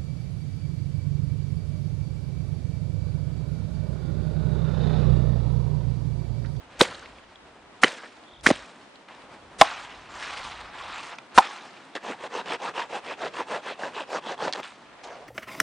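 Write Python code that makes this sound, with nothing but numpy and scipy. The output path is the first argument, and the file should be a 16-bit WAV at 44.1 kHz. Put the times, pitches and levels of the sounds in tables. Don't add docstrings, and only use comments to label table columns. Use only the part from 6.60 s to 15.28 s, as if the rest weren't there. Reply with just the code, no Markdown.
import sys
import numpy as np
from scipy import signal
from scipy.fft import rfft, irfft, next_fast_len
from scipy.io import wavfile
from scipy.ndimage import uniform_filter1d

SR = 44100
rng = np.random.default_rng(int(sys.argv[2]) if len(sys.argv) > 2 else 0)


def inscribe(sig):
    pcm = np.round(np.clip(np.atleast_2d(sig).T, -1, 1) * 32767)
    wavfile.write(sys.argv[1], SR, pcm.astype(np.int16))


def voltage_ratio(decibels):
    exponent = np.asarray(decibels, float) / 20
    return 10 ** exponent


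N = 382788

# frequency in Hz, level in dB per Hz.
AIR_COLOUR = [(59, -30), (100, -6.5), (279, 3), (471, -0.5), (694, 2), (1000, 0), (3470, -11),
              (6450, -21.5), (8460, -23.5), (9500, -24.5), (10300, -30), (13400, -45), (22000, -120)]
AIR_DB = -51
# frequency in Hz, likeness from 0 to 1.
AIR_LIKENESS = [(60, 0.84), (170, 0.84), (460, 0.77), (1280, 0.72), (3540, 0.12), (9820, 0.15)]
# time in seconds, level in dB.
WIND = [(0.0, -58), (0.39, -53.5), (0.6, -59.5), (1.67, -74), (1.91, -43.5), (2.08, -71), (2.47, -74),
        (2.78, -60), (3.6, -54.5), (4.25, -52.5), (4.57, -82), (4.83, -82), (6.94, -71), (7.64, -72),
        (8.34, -72), (8.68, -65)]

# frequency in Hz, level in dB per Hz.
TREE_TWIGS = [(88, -19), (150, -6), (182, -4), (426, -2), (545, 3.5), (724, -1.5), (1600, 0), (8160, -19.5),
              (10300, -27), (13400, -45), (22000, -120)]
POLE_TWIGS = [(88, -43), (150, -15.5), (674, 2), (805, 8), (1250, 6), (1660, 3), (2330, -0.5),
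              (8610, -22.5), (9740, -28.5), (10300, -32), (13400, -48), (22000, -120)]
TENT_TWIGS = [(88, -68), (150, -37), (473, -9.5), (555, -5.5), (3820, -30.5), (5730, -26), (10300, -44.5),
              (13400, -51), (22000, -120)]
# time of the peak in seconds, build-up in seconds,
# peak in dB, settling time in seconds, brightness in dB.
TREE_SHAKES = [
    (.19, .12, -50, .01, -13.5),
    (.235, .01, -33, 0.16, -7.5),
    (.65, 0.08, -63.5, 1, -33),
    (.44, .015, -51, 0.022, -17),
    (1.255, .01, -31, 0.13, -6),
    (1.44, 0.014, -45, 0.023, -24),
    (1.925, 0.013, -36.5, 0.14, -6.5),
    (2.2, 0.045, -78, 0.72, 1),
]
POLE_SHAKES = [(2.484, .004, -47, 0.28, -15), (2.98, 0.04, -70, 0.011, -32), (3.045, .01, -32, 0.31, -8.5),
               (4.007, 0.0022, -51.5, 0.055, -4), (4.586, 0.0016, -39.5, 0.0082, -18),
               (4.62, 0.0088, -62.5, 0.11, -7), (4.75, 0.026, -46, .02, -16),
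               (4.825, 0.014, -34, 0.28, -8.5), (5.23, 0.065, -68, 0.031, -3),
               (8.04, 0.0094, -38.5, 0.1, -6), (8.3, 0.078, -55.5, 0.82, -18)]
TENT_SHAKES = [
    (8.435, 0.0023, -48, 0.072, -6.5),
    (8.47, 0.031, -40.5, 0.43, -22.5),
]
STILL_S = (2.47, 5.33, 8.42)
# time in seconds, level in dB, brightness in dB.
DRAG = [(3.47, -62.5, -12.5), (3.55, -46, -9), (3.62, -40, -5.5), (3.78, -40, -5.5), (3.9, -42, -5.5),
        (4.08, -48, -17.5), (4.2, -41.5, -11), (4.37, -39.5, -8.5), (4.483, -45, -4.5), (4.539, -40, -17),
        (4.565, -70, 3)]

# frequency in Hz, level in dB per Hz.
SPLINTERS = [(59, -104), (100, -10), (765, 5), (1480, 3.5), (1980, 7), (2800, 1.5), (3820, -1), (5630, -6),
             (10300, -24), (13400, -58), (22000, -120)]
# time in seconds, ring peak in dB, ring frequency in Hz,
# time for the ring to fall 60 dB in seconds, splinter level in dB.
TREE_RUPTURES = [ (0.2092, 5, 1140, 0.0032, -12), (0.2121, 5, 3750, 0.0038, -0.5),
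                 (0.2146, 0, 367, 0.011, -19.5), (.2160, -11, 523, 0.04, -28.5),
                 (0.234, -26, 2180, 0.0039, -15.5), (1.2332, -5.5, 1300, 0.006, -13),
                 (1.2345, -9, 800, .012, -40), (1.2357, 7, 1930, 0.0039, 2),
                 (1.238, -13.5, 242, 0.03, -25.5), (1.2428, -2.5, 1900, 0.005, -6),
                 (1.2375, -15.5, 425, 0.017, -55), (1.2457, -10, 430, 0.015, -24),
                 (1.244, -16.5, 3070, 0.022, -38), (1.862, -10, 1450, 0.023, -43),
                 (1.8654, 8.5, 1805, 0.0035, -3.5), (1.87, 0, 1830, 0.0051, -6.5),
                 (1.8686, -3.5, 270, 0.0083, -18.5), (1.877, -43, 2480, 0.0072, -15.5),
                 (1.8893, -8.5, 400, 0.011, -13.5), (1.9030, -14.5, 625, 0.038, -10),
                 (1.9082, -2.5, 630, 0.0063, -37.5), (1.9109, -0.5, 267.4, 0.011, -10.5)]
POLE_RUPTURES = [ (3.012, -18, 2820, 0.0042, 10.5), (3.0123, -4.5, 1257, 0.02, -23),
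                 (3.0147, -1.5, 802, 0.03, 5.5), (3.0190, -6, 1054, 0.03, -29),
                 (3.0300, -19.5, 864, 0.02, -36), (3.0130, -5.5, 664, 0.044, -33),
                 (3.0135, -19.5, 295, 0.051, -31.5), (4.7773, 1, 1150, 0.0067, -1),
                 (4.7818, 8, 920, 0.012, -2.5), (4.7858, 5.5, 907, 0.01, -4),
                 (4.7862, -12.5, 2600, 0.011, -6), (4.7870, -10, 790, 0.06, -38),
                 (4.7879, 0, 960, .012, -30), (4.781, -8, 330, .02, -40), (4.8, -18, 830, .02, -45),
                 (4.7922, -12.5, 860, 0.03, -44), (4.7839, -5.5, 1500, 0.011, -29)]
SAWN_RUPTURES = [
    (7.8815, -15, 694, 0.0071, -40),
    (7.8795, -19, 1500, .003, -25),
    (7.9263, -14, 4200, 0.0018, -23),
    (7.9335, -19, 4100, 0.003, -23),
    (7.9357, -18, 4430, 0.0034, -31),
    (7.936, -27, 3720, 0.0046, -31),
]
# time in seconds, peak in dB, ring in Hz.
BITES = [(5.447, -27, 1140), (5.465, -24, 875), (5.638, -24, 506), (5.732, -25, 791), (5.753, -23, 1130),
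         (5.858, -28, 490), (5.902, -20, 773), (6.019, -24, 821), (6.039, -22, 824), (6.156, -23, 974),
         (6.179, -18, 950), (6.196, -18, 958), (6.304, -29, 805), (6.329, -21, 762), (6.513, -22, 958),
         (6.62, -19, 657), (6.739, -28, 641), (6.787, -19, 950), (6.806, -17, 934), (6.891, -27, 657),
         (6.905, -22, 993), (7.064, -23, 466), (7.111, -25, 525), (7.235, -18, 458), (7.377, -20, 953),
         (7.407, -22, 530), (7.518, -24, 778), (7.531, -18, 746), (7.67, -24, 694), (7.714, -21, 541),
         (7.79, -26, 988), (7.805, -19, 1040), (7.824, -19, 584), (7.878, -15, 571)]
# start in seconds, end in seconds, level in dB.
BLOW_HISS = [
    (0.19, 0.241, -25),
    (1.215, 1.26, -32),
    (1.831, 1.895, -34.5),
    (1.858, 1.919, -30.5),
    (2.983, 3.045, -31),
    (4.742, 4.82, -33),
]
# frequency in Hz, level in dB per Hz.
BLOW_HISS_COLOUR = [(150, 0.5), (600, 6.5), (3000, 1.5), (9300, -2), (12000, -8), (13000, -60)]

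# middle in seconds, length in seconds, level in dB, centre in Hz, width ratio.
HIGH_GLINTS = [(.22, .065, -57, 11800, 1.015), (.235, .045, -64, 11200, 1.015),
               (.235, .045, -63, 10650, 1.015), (1.235, .045, -58, 10100, 1.02),
               (1.32, .05, -74, 11800, 1.01), (1.85, .04, -60, 11100, 1.025),
               (1.88, .05, -62, 10200, 1.015), (3.02, .06, -60, 10800, 1.025),
               (3.55, .04, -76, 11200, 1.01), (4.77, .04, -66, 10100, 1.015), (5.44, .03, -75, 11300, 1.04),
               (6.38, .04, -76, 10800, 1.01), (7.51, .04, -74, 11300, 1.01),
               (7.995, .045, -70, 12000, 1.04), (7.995, .045, -73, 10800, 1.01)]
TWIG_SURGES = [(.255, .015, -33, 1500, 1.8), (.322, .02, -37, 1000, 1.4), (.35, .012, -42, 3500, 1.15),
               (1.276, .02, -32, 1600, 1.2), (1.39, .06, -46, 1600, 1.2), (1.452, .04, -43, 1600, 1.25),
               (2.027, .03, -44, 1240, 1.4), (3.085, .03, -38, 1800, 1.6), (3.58, .04, -46, 900, 1.2),
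               (3.635, .06, -40, 1900, 1.4), (3.69, .04, -45, 1100, 1.4), (3.74, .03, -45, 1100, 1.4),
               (3.82, .05, -44, 1100, 1.3), (3.87, .03, -45, 900, 1.2), (4.012, .03, -45, 1100, 1.4),
               (4.142, .025, -46, 1500, 1.15), (4.215, .05, -43, 1100, 1.2), (4.295, .05, -46, 1300, 1.2),
               (4.37, .07, -40.5, 1100, 1.25), (4.535, .04, -45, 750, 1.2), (8.445, .03, -48, 3000, 2.0)]
SAW_SURGES = [(5.93, .07, -41, 2900, 1.25), (5.77, .1, -39, 850, 1.2), (5.655, .04, -41, 550, 1.2),
              (6.04, .09, -39, 900, 1.2), (6.06, .03, -46, 3900, 1.1), (7.55, .07, -45, 5000, 1.25),
              (7.68, .07, -44, 3400, 1.15), (7.84, .07, -45, 4500, 1.3), (5.5, .08, -42, 280, 1.25),
              (6.81, .05, -41, 330, 1.25), (6.2, .05, -38, 950, 1.2), (6.515, .03, -38, 950, 1.2),
              (6.515, .05, -43, 1700, 1.1), (6.65, .09, -34.5, 650, 1.15), (6.65, .09, -42, 1700, 1.15),
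              (6.805, .06, -35, 950, 1.2), (6.95, .11, -34, 620, 1.15), (6.94, .09, -42, 1700, 1.15),
              (7.115, .03, -37, 550, 1.2), (7.11, .08, -45, 3000, 1.3), (7.25, .07, -35, 650, 1.4),
              (7.41, .03, -37, 550, 1.2), (7.555, .08, -31.5, 620, 1.3), (7.72, .05, -39, 540, 1.2),
              (7.83, .06, -36, 750, 1.2)]
# time in seconds, peak in dB, centre in Hz,
# width ratio.
TICKS = [(0.394, -28.5, 5500, 1.24), (.425, -26, 1300, 1.1), (0.458, -25.5, 2200, 1.3),
         (0.585, -28.5, 2400, 1.3), (0.757, -31, 3500, 1.12), (1.281, -16.5, 3050, 1.9),
         (1.445, -29, 1500, 1.4), (1.637, -34, 2800, 1.24), (1.8098, -31, 4000, 1.7),
         (2.06, -34, 5000, 1.8), (2.357, -32, 3600, 1.2), (2.486, -31, 2200, 1.4), (2.549, -30, 2500, 1.9),
         (2.62, -35, 3000, 1.4), (4.005, -32, 1800, 1.9), (4.189, -27, 3300, 0.75),
         (4.5852, -16, 2200, 1.57), (4.75, -47.5, 1690, 2), (5.353, -26, 2000, 2), (5.64, -25, 2000, 1.7),
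         (5.859, -23, 2500, 1.7), (6.739, -27, 2700, 1.6), (6.786, -16, 1700, 1.3), (6.158, -31, 1500, 2.0),
         (7.236, -36, 1200, 2.0), (7.379, -27.5, 2000, 2.0), (7.532, -20, 1190, 2.0),
         (7.8790, -20, 3400, 1.3), (8.031, -22.5, 2400, 1.5), (8.158, -38.5, 3500, 1.6)]
# time in seconds, level in dB, pitch sweep in Hz.
TRILL = [
    (1.64, -60, 180),
    (1.68, -50, 230),
    (1.74, -47.5, 400),
    (1.78, -49, 400),
    (1.805, -58, 400),
]

# turn in seconds, fastest moment in seconds,
# peak in dB, main pole resonance in Hz, rasp level in dB.
STROKES = [(5.352, 5.333, -28, 720, -0.5), (5.396, 5.509, -35, 835, -6), (5.564, 5.669, -39.5, 1010, -6.5),
           (5.684, 5.787, -33, 950, -6.5), (5.838, 5.937, -32.5, 997, -2.5), (5.977, 6.073, -32, 793, -8),
           (6.13, 6.198, -32, 955, -3.5), (6.276, 6.355, -34, 793, -7), (6.416, 6.519, -39, 946, -1.5),
           (6.563, 6.65, -34, 645, -6), (6.712, 6.80, -36, 950, -3), (6.852, 6.95, -33, 805, -7.5),
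           (7.016, 7.09, -38.5, 795, -1), (7.164, 7.255, -34, 1026, -8), (7.317, 7.39, -36, 870, -3),
           (7.464, 7.573, -31, 748, -9), (7.607, 7.725, -35, 785, -6.5), (7.762, 7.856, -30, 796, -10),
           (7.928, 7.962, -35.5, 800, -2), (7.951, 7.994, -32.5, 825, -10.5)]
# frequency in Hz, level in dB per Hz.
SAWN_COLOUR = [(47, -51), (80, -11), (123, -16.5), (459, -3.5), (973, -5), (1430, -8.5), (1680, -5.5),
               (3290, -6.5), (8380, -20.5), (10300, -30), (13400, -45), (22000, -120)]
# frequency in Hz, width in Hz, level in dB.
BLADE_RINGS = [
    (1730, 480, -0.5),
    (2620, 134, 0.5),
]


def unit(x):
    return x / np.sqrt(np.mean(x ** 2) + 1e-20)


def at_hz(points, hz):
    known_hz, level = np.array(points).T
    return np.interp(np.log(np.maximum(hz, 1)), np.log(known_hz), level)


def colour(x, points):
    level = np.log(voltage_ratio(at_hz(points, np.fft.rfftfreq(4096, 1 / SR))))
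    fold = irfft(level)[:2049] * np.r_[1, np.full(2047, 2), 1]
    response = irfft(np.exp(rfft(fold, 4096)))
    return unit(signal.fftconvolve(x, response)[:len(x)])


def drift(rate_hz):
    r = np.exp(-2 * np.pi * rate_hz / SR)
    wander = signal.lfilter([1], [1, -2 * r, r * r], rng.standard_normal(N + SR))
    return unit(wander[SR:])


def air():
    size = next_fast_len(N)
    mid, side = (rfft(colour(rng.standard_normal(N), AIR_COLOUR) * voltage_ratio(1.9 * drift(5.3)), size)
                 for k in range(2))
    alike = np.clip(at_hz(AIR_LIKENESS, np.fft.rfftfreq(size, 1 / SR)), 0, 1)
    both = np.sqrt(1 + alike) * mid + np.sqrt(1 - alike) * side * [[1], [-1]]
    return voltage_ratio(AIR_DB - 3) * irfft(both, size)[:, :N]


def played(tables, ramp, rest_db):
    rows = []
    for t in tables:
        rows += [(t[0][0] - ramp, rest_db, *t[0][2:]), *t, (t[-1][0] + ramp, rest_db, *t[-1][2:])]
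    s, level_db, *columns = np.transpose(rows)
    s = np.maximum.accumulate(s)
    gain, *columns = [np.interp(np.arange(N) / SR, s, c) for c in (voltage_ratio(level_db / 2), *columns)]
    return [gain ** 2, *columns]


def evened(x, over_s):
    span = int(over_s * SR)
    power = uniform_filter1d(uniform_filter1d(x ** 2, span), span)
    return x / np.sqrt(power + 1e-9)


def wind():
    gain, = played([WIND], ramp=.1, rest_db=-70)
    deep = signal.butter(2, [15, 60], "band", fs=SR, output="sos")
    rumble = signal.sosfilt(deep, rng.standard_normal((2, N)))
    gusts = voltage_ratio(2.0 * drift(8))
    return gain * gusts * (evened(rumble[0], .25) + 0.092 * unit(rumble[1]) * [[1], [-1]])


def split(x, hz):
    filters = [signal.butter(4, hz, kind, fs=SR, output="sos") for kind in ("low", "high")]
    return [unit(signal.sosfilt(f, x)) for f in filters]


def grains(per_s, spread_db, cycles, ring_s, patchy_db, patch_s):
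    at = np.flatnonzero(rng.random(N) < per_s / SR)
    sizes = (voltage_ratio(spread_db * np.minimum(rng.exponential(1, N), 4)) * rng.choice([-1, 1], N))[at]
    dealt = (28 * rng.random(N)[at] ** .6).astype(int)
    patches = rng.standard_normal((28, 2000))
    out = 0
    for k, hz in enumerate(np.geomspace(140, 10000, 28)):
        r, w = voltage_ratio(-60 / ((cycles / hz + ring_s) * SR)), 2 * np.pi * hz / SR
        mine = dealt == k
        patch = np.interp(at[mine] / SR / patch_s, np.arange(2000), patches[k])
        struck = np.full(N, 1e-18)
        struck[at[mine]] = sizes[mine] * voltage_ratio(patchy_db * patch)
        ring = signal.lfilter([1, 0, -1], [1, -2 * r * np.cos(w), r * r], struck)
        out = out + np.sqrt(hz) * unit(ring)
    return out


def shaken(rows):
    t, low, high = np.arange(0, N / SR, .001), 0, 0
    for s, build_s, db, settle_s, bright_db in rows:
        until = min([e for e in STILL_S if e > s] + [N / SR])
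        build = np.exp(np.minimum(t - s, 0) / build_s)
        settle = (1 + np.maximum(t - s, 0) / settle_s) ** 2.78
        gain = voltage_ratio(db) * build * (t < until) / settle
        low, high = low + gain, high + gain * voltage_ratio(bright_db)
    return [np.interp(np.arange(N) / SR, t, gain) for gain in (low, high)]


CLUMP_DB = 1.2


def twigs():
    rub = grains(9000 * voltage_ratio(2.5 * drift(20)), spread_db=1.7, cycles=7.0, ring_s=0.002,
                 patchy_db=3.4, patch_s=.035)
    rub = rub * voltage_ratio(CLUMP_DB * drift(30))
    drag, drag_bright_db = played([DRAG], ramp=0.026, rest_db=-110)
    out = 0
    for rows, spectrum, dragged in ((TREE_SHAKES, TREE_TWIGS, 0), (POLE_SHAKES, POLE_TWIGS, drag),
                                    (TENT_SHAKES, TENT_TWIGS, 0)):
        dull, bright = shaken(rows)
        low, high = (evened(x, .05) for x in split(colour(rub, spectrum), 3520))
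        out = out + (dull + dragged) * low + (bright + dragged * voltage_ratio(drag_bright_db)) * high
    return out


def burst(hz, t60):
    t = np.arange(4000) / SR
    return voltage_ratio(-60 * t / t60) * (1 - np.exp(-t * hz * 5.4)) ** 2 * np.sin(2 * np.pi * hz * t)


def add(out, s, sound, pan_db):
    i, pan_db = round(s * SR), np.clip(pan_db, -1.6, .4)
    out[:, i:i + len(sound)] += (sound * voltage_ratio([[pan_db / 2], [-pan_db / 2]]))[:, :N - i]


def cracks():
    out, spray = np.zeros((2, N)), colour(rng.standard_normal(N), SPLINTERS)
    bite_db, bite_t60_s, bite_splinter_db = -5.5, .012, -13
    bites = [(s, db + bite_db, hz, bite_t60_s, db + bite_splinter_db) for s, db, hz in BITES]
    t = np.arange(4000) / SR
    fall = voltage_ratio(-60 * t / .014) * (1 - np.exp(-t / 0.0011))
    for s, ring_db, hz, t60, splinter_db in TREE_RUPTURES + POLE_RUPTURES + SAWN_RUPTURES + bites:
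        i = round(s * SR)
        ring = -voltage_ratio(ring_db + 5.5) * burst(hz, t60)
        splinters = voltage_ratio(splinter_db - 3) * fall * spray[i:i + 4000]
        add(out, s, ring + splinters, -3.2 - 1.4 * np.log2(hz / 1000))
    return out


def scrub(x):
    t60_s, echo_db = 0.12, -22.5
    t = np.arange(SR // 2) / SR
    mid, side = rng.standard_normal((2, SR // 2)) * voltage_ratio(-60 * t / t60_s) * (t > .004)
    dull = signal.butter(1, [300, 3500], "band", fs=SR, output="sos")
    tail = signal.sosfilt(dull, mid + .5 * side * [[1], [-1]])
    tail = tail / np.sqrt(np.sum(tail[0] ** 2))
    return voltage_ratio(echo_db) * signal.fftconvolve(x[None], tail, axes=1)[:, :N]


def blow_hiss():
    t = np.arange(N) / SR
    mid, side = (colour(rng.standard_normal(N), BLOW_HISS_COLOUR) for k in range(2))
    window = 0
    for start, end, db in BLOW_HISS:
        along = np.clip((t - start) / (end - start), 0, 1)
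        window = window + voltage_ratio(db) * np.sin(np.pi * along) ** 0.88 * (t < end)
    return window * (mid + .3 * side * [[1], [-1]])


def surges(rows):
    out = np.zeros((2, N))
    for s, length, db, hz, width in rows:
        chance, grit = rng.standard_normal((2, 8000))
        width = max(width, 1.005)
        band = signal.butter(2, [hz / width, hz * width], "band", fs=SR, output="sos")
        noise = unit(signal.sosfilt(band, chance * voltage_ratio(4 * grit))[2000:])
        along = np.clip(np.arange(6000) / SR / length, 0, 1)
        add(out, s - length / 2, voltage_ratio(db) * np.sin(np.pi * along) * noise, -.4)
    return out


def ticks():
    out, t = np.zeros((2, N)), np.arange(600) / SR
    for s, peak_db, hz, width in TICKS:
        width = max(width, 1.1)
        band = np.clip([hz / width, hz * width], 100, 12000)
        snap = rng.standard_normal(600) * voltage_ratio(-60 * t / 0.013)
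        click = signal.lfilter(*signal.butter(2, band, "band", fs=SR), snap)
        add(out, s, voltage_ratio(peak_db - 9.0) * click / np.abs(click).max(), -.4)
    return out


def bird():
    trill_hz, trills_per_s, first_s = 3430, 51.3, 1.6525
    gain, sweep = played([TRILL], ramp=.01, rest_db=-110)
    turn = (np.arange(N) / SR - first_s) * trills_per_s % 1
    hz = trill_hz + sweep * np.interp(turn, [0, .25, 1], [-1, 1, -1])
    whistle = np.sin(2 * np.pi * np.cumsum(hz) / SR)
    pulse = np.interp(turn, [0, .2, .5, 1], [.4, .6, 0.62, 0.45])
    return gain * voltage_ratio(3.5 * drift(90)) * whistle * pulse


def blade():
    saw_stops_s = 8.02
    rise_power, fall_power = 1.82, 2.08
    turn, fastest, peak_db, hz, rasp_db = np.transpose(STROKES)
    marks = np.r_[np.c_[turn, fastest].ravel(), saw_stops_s]
    phase = np.interp(np.arange(N) / SR, marks, np.arange(len(marks)) / 2)
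    k = np.minimum(phase.astype(int), len(turn) - 1)
    along = phase - k - .5
    speed = np.abs(np.cos(np.pi * along))
    gain = voltage_ratio(peak_db[k]) * speed ** np.where(along < 0, rise_power, fall_power) + voltage_ratio(-57)
    body_hz = hz[k] * (1 - 0.16 * along)
    hiss_db = -13.5 + 0.32 * (rasp_db[k] - rasp_db.mean()) - 2.5 * along + 2 * np.abs(2 * along)
    return gain, body_hz, rasp_db[k] - 0.5 * along, hiss_db


def steel(x):
    rings = sum(voltage_ratio(db) * signal.lfilter(*signal.iirpeak(hz, hz / width, fs=SR), x)
                for hz, width, db in BLADE_RINGS)
    return unit(x) + voltage_ratio(-10) * unit(rings)


def following(x, hz):
    width_hz = 81
    turn = np.exp(2j * np.pi * np.cumsum(hz) / SR)
    narrow = signal.butter(1, width_hz / 2, fs=SR, output="sos")
    return unit(np.real(signal.sosfilt(narrow, x / turn) * turn))


def saw():
    t = np.arange(N) / SR
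    gain, body_hz, rasp_db, hiss_db = blade()
    sawing = np.interp(t, [5.33, 5.34, 8.03, 8.05], [0, 1, 1, 0])
    fibres = grains(9000, spread_db=3.5, cycles=9.0, ring_s=.003, patchy_db=4.5, patch_s=.04)
    low, upper = split(colour(fibres, SAWN_COLOUR), 1400)
    rasp, hiss = (evened(x, 0.029) for x in split(steel(upper), 3000))
    dust = split(colour(rng.standard_normal(N), SAWN_COLOUR), 3600)[1]
    hiss = unit(hiss + dust)
    lower_hz = (430 + 50 * (t - STROKES[0][0])) * (1 + 0.097 * drift(13))
    body = evened(low + 0.35 * following(low, body_hz) + 0.15 * following(low, lower_hz), 0.029)
    clumps = voltage_ratio(CLUMP_DB * drift(51))
    return sawing * gain * clumps * (body + voltage_ratio(rasp_db) * rasp + voltage_ratio(hiss_db) * hiss)


def scene():
    blows = cracks()
    small = ticks() + (twigs() + saw()) * voltage_ratio([[-.2], [.2]])
    no_bass = signal.butter(2, 110, "high", fs=SR, output="sos")
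    near = signal.sosfilt(no_bass, blows + small)
    echo = scrub((voltage_ratio(-5) * blows + small).mean(axis=0))
    hillside = air() + voltage_ratio(5.5) * wind() + bird() * voltage_ratio([[.5], [-.5]])
    return near + echo + hillside + surges(SAW_SURGES + TWIG_SURGES)


def low_pass(x):
    return signal.sosfilt(signal.butter(12, 12500, fs=SR, output="sos"), x)


def record(dry):
    low_cut_hz, top_hz = 86, 9800
    flat = dry / (1 + np.abs(dry / 0.82) ** 5.95) ** (1 / 8.1)
    low_cut = signal.butter(2, low_cut_hz, "high", fs=SR, output="sos")
    passed = signal.sosfilt(low_cut, flat) + blow_hiss()
    top_cut = signal.ellip(8, .03, 40, top_hz, fs=SR, output="sos")
    passed = signal.sosfiltfilt(top_cut, passed)
    return low_pass(passed + surges(HIGH_GLINTS))


dry = scene()
out = record(dry)
inscribe(out)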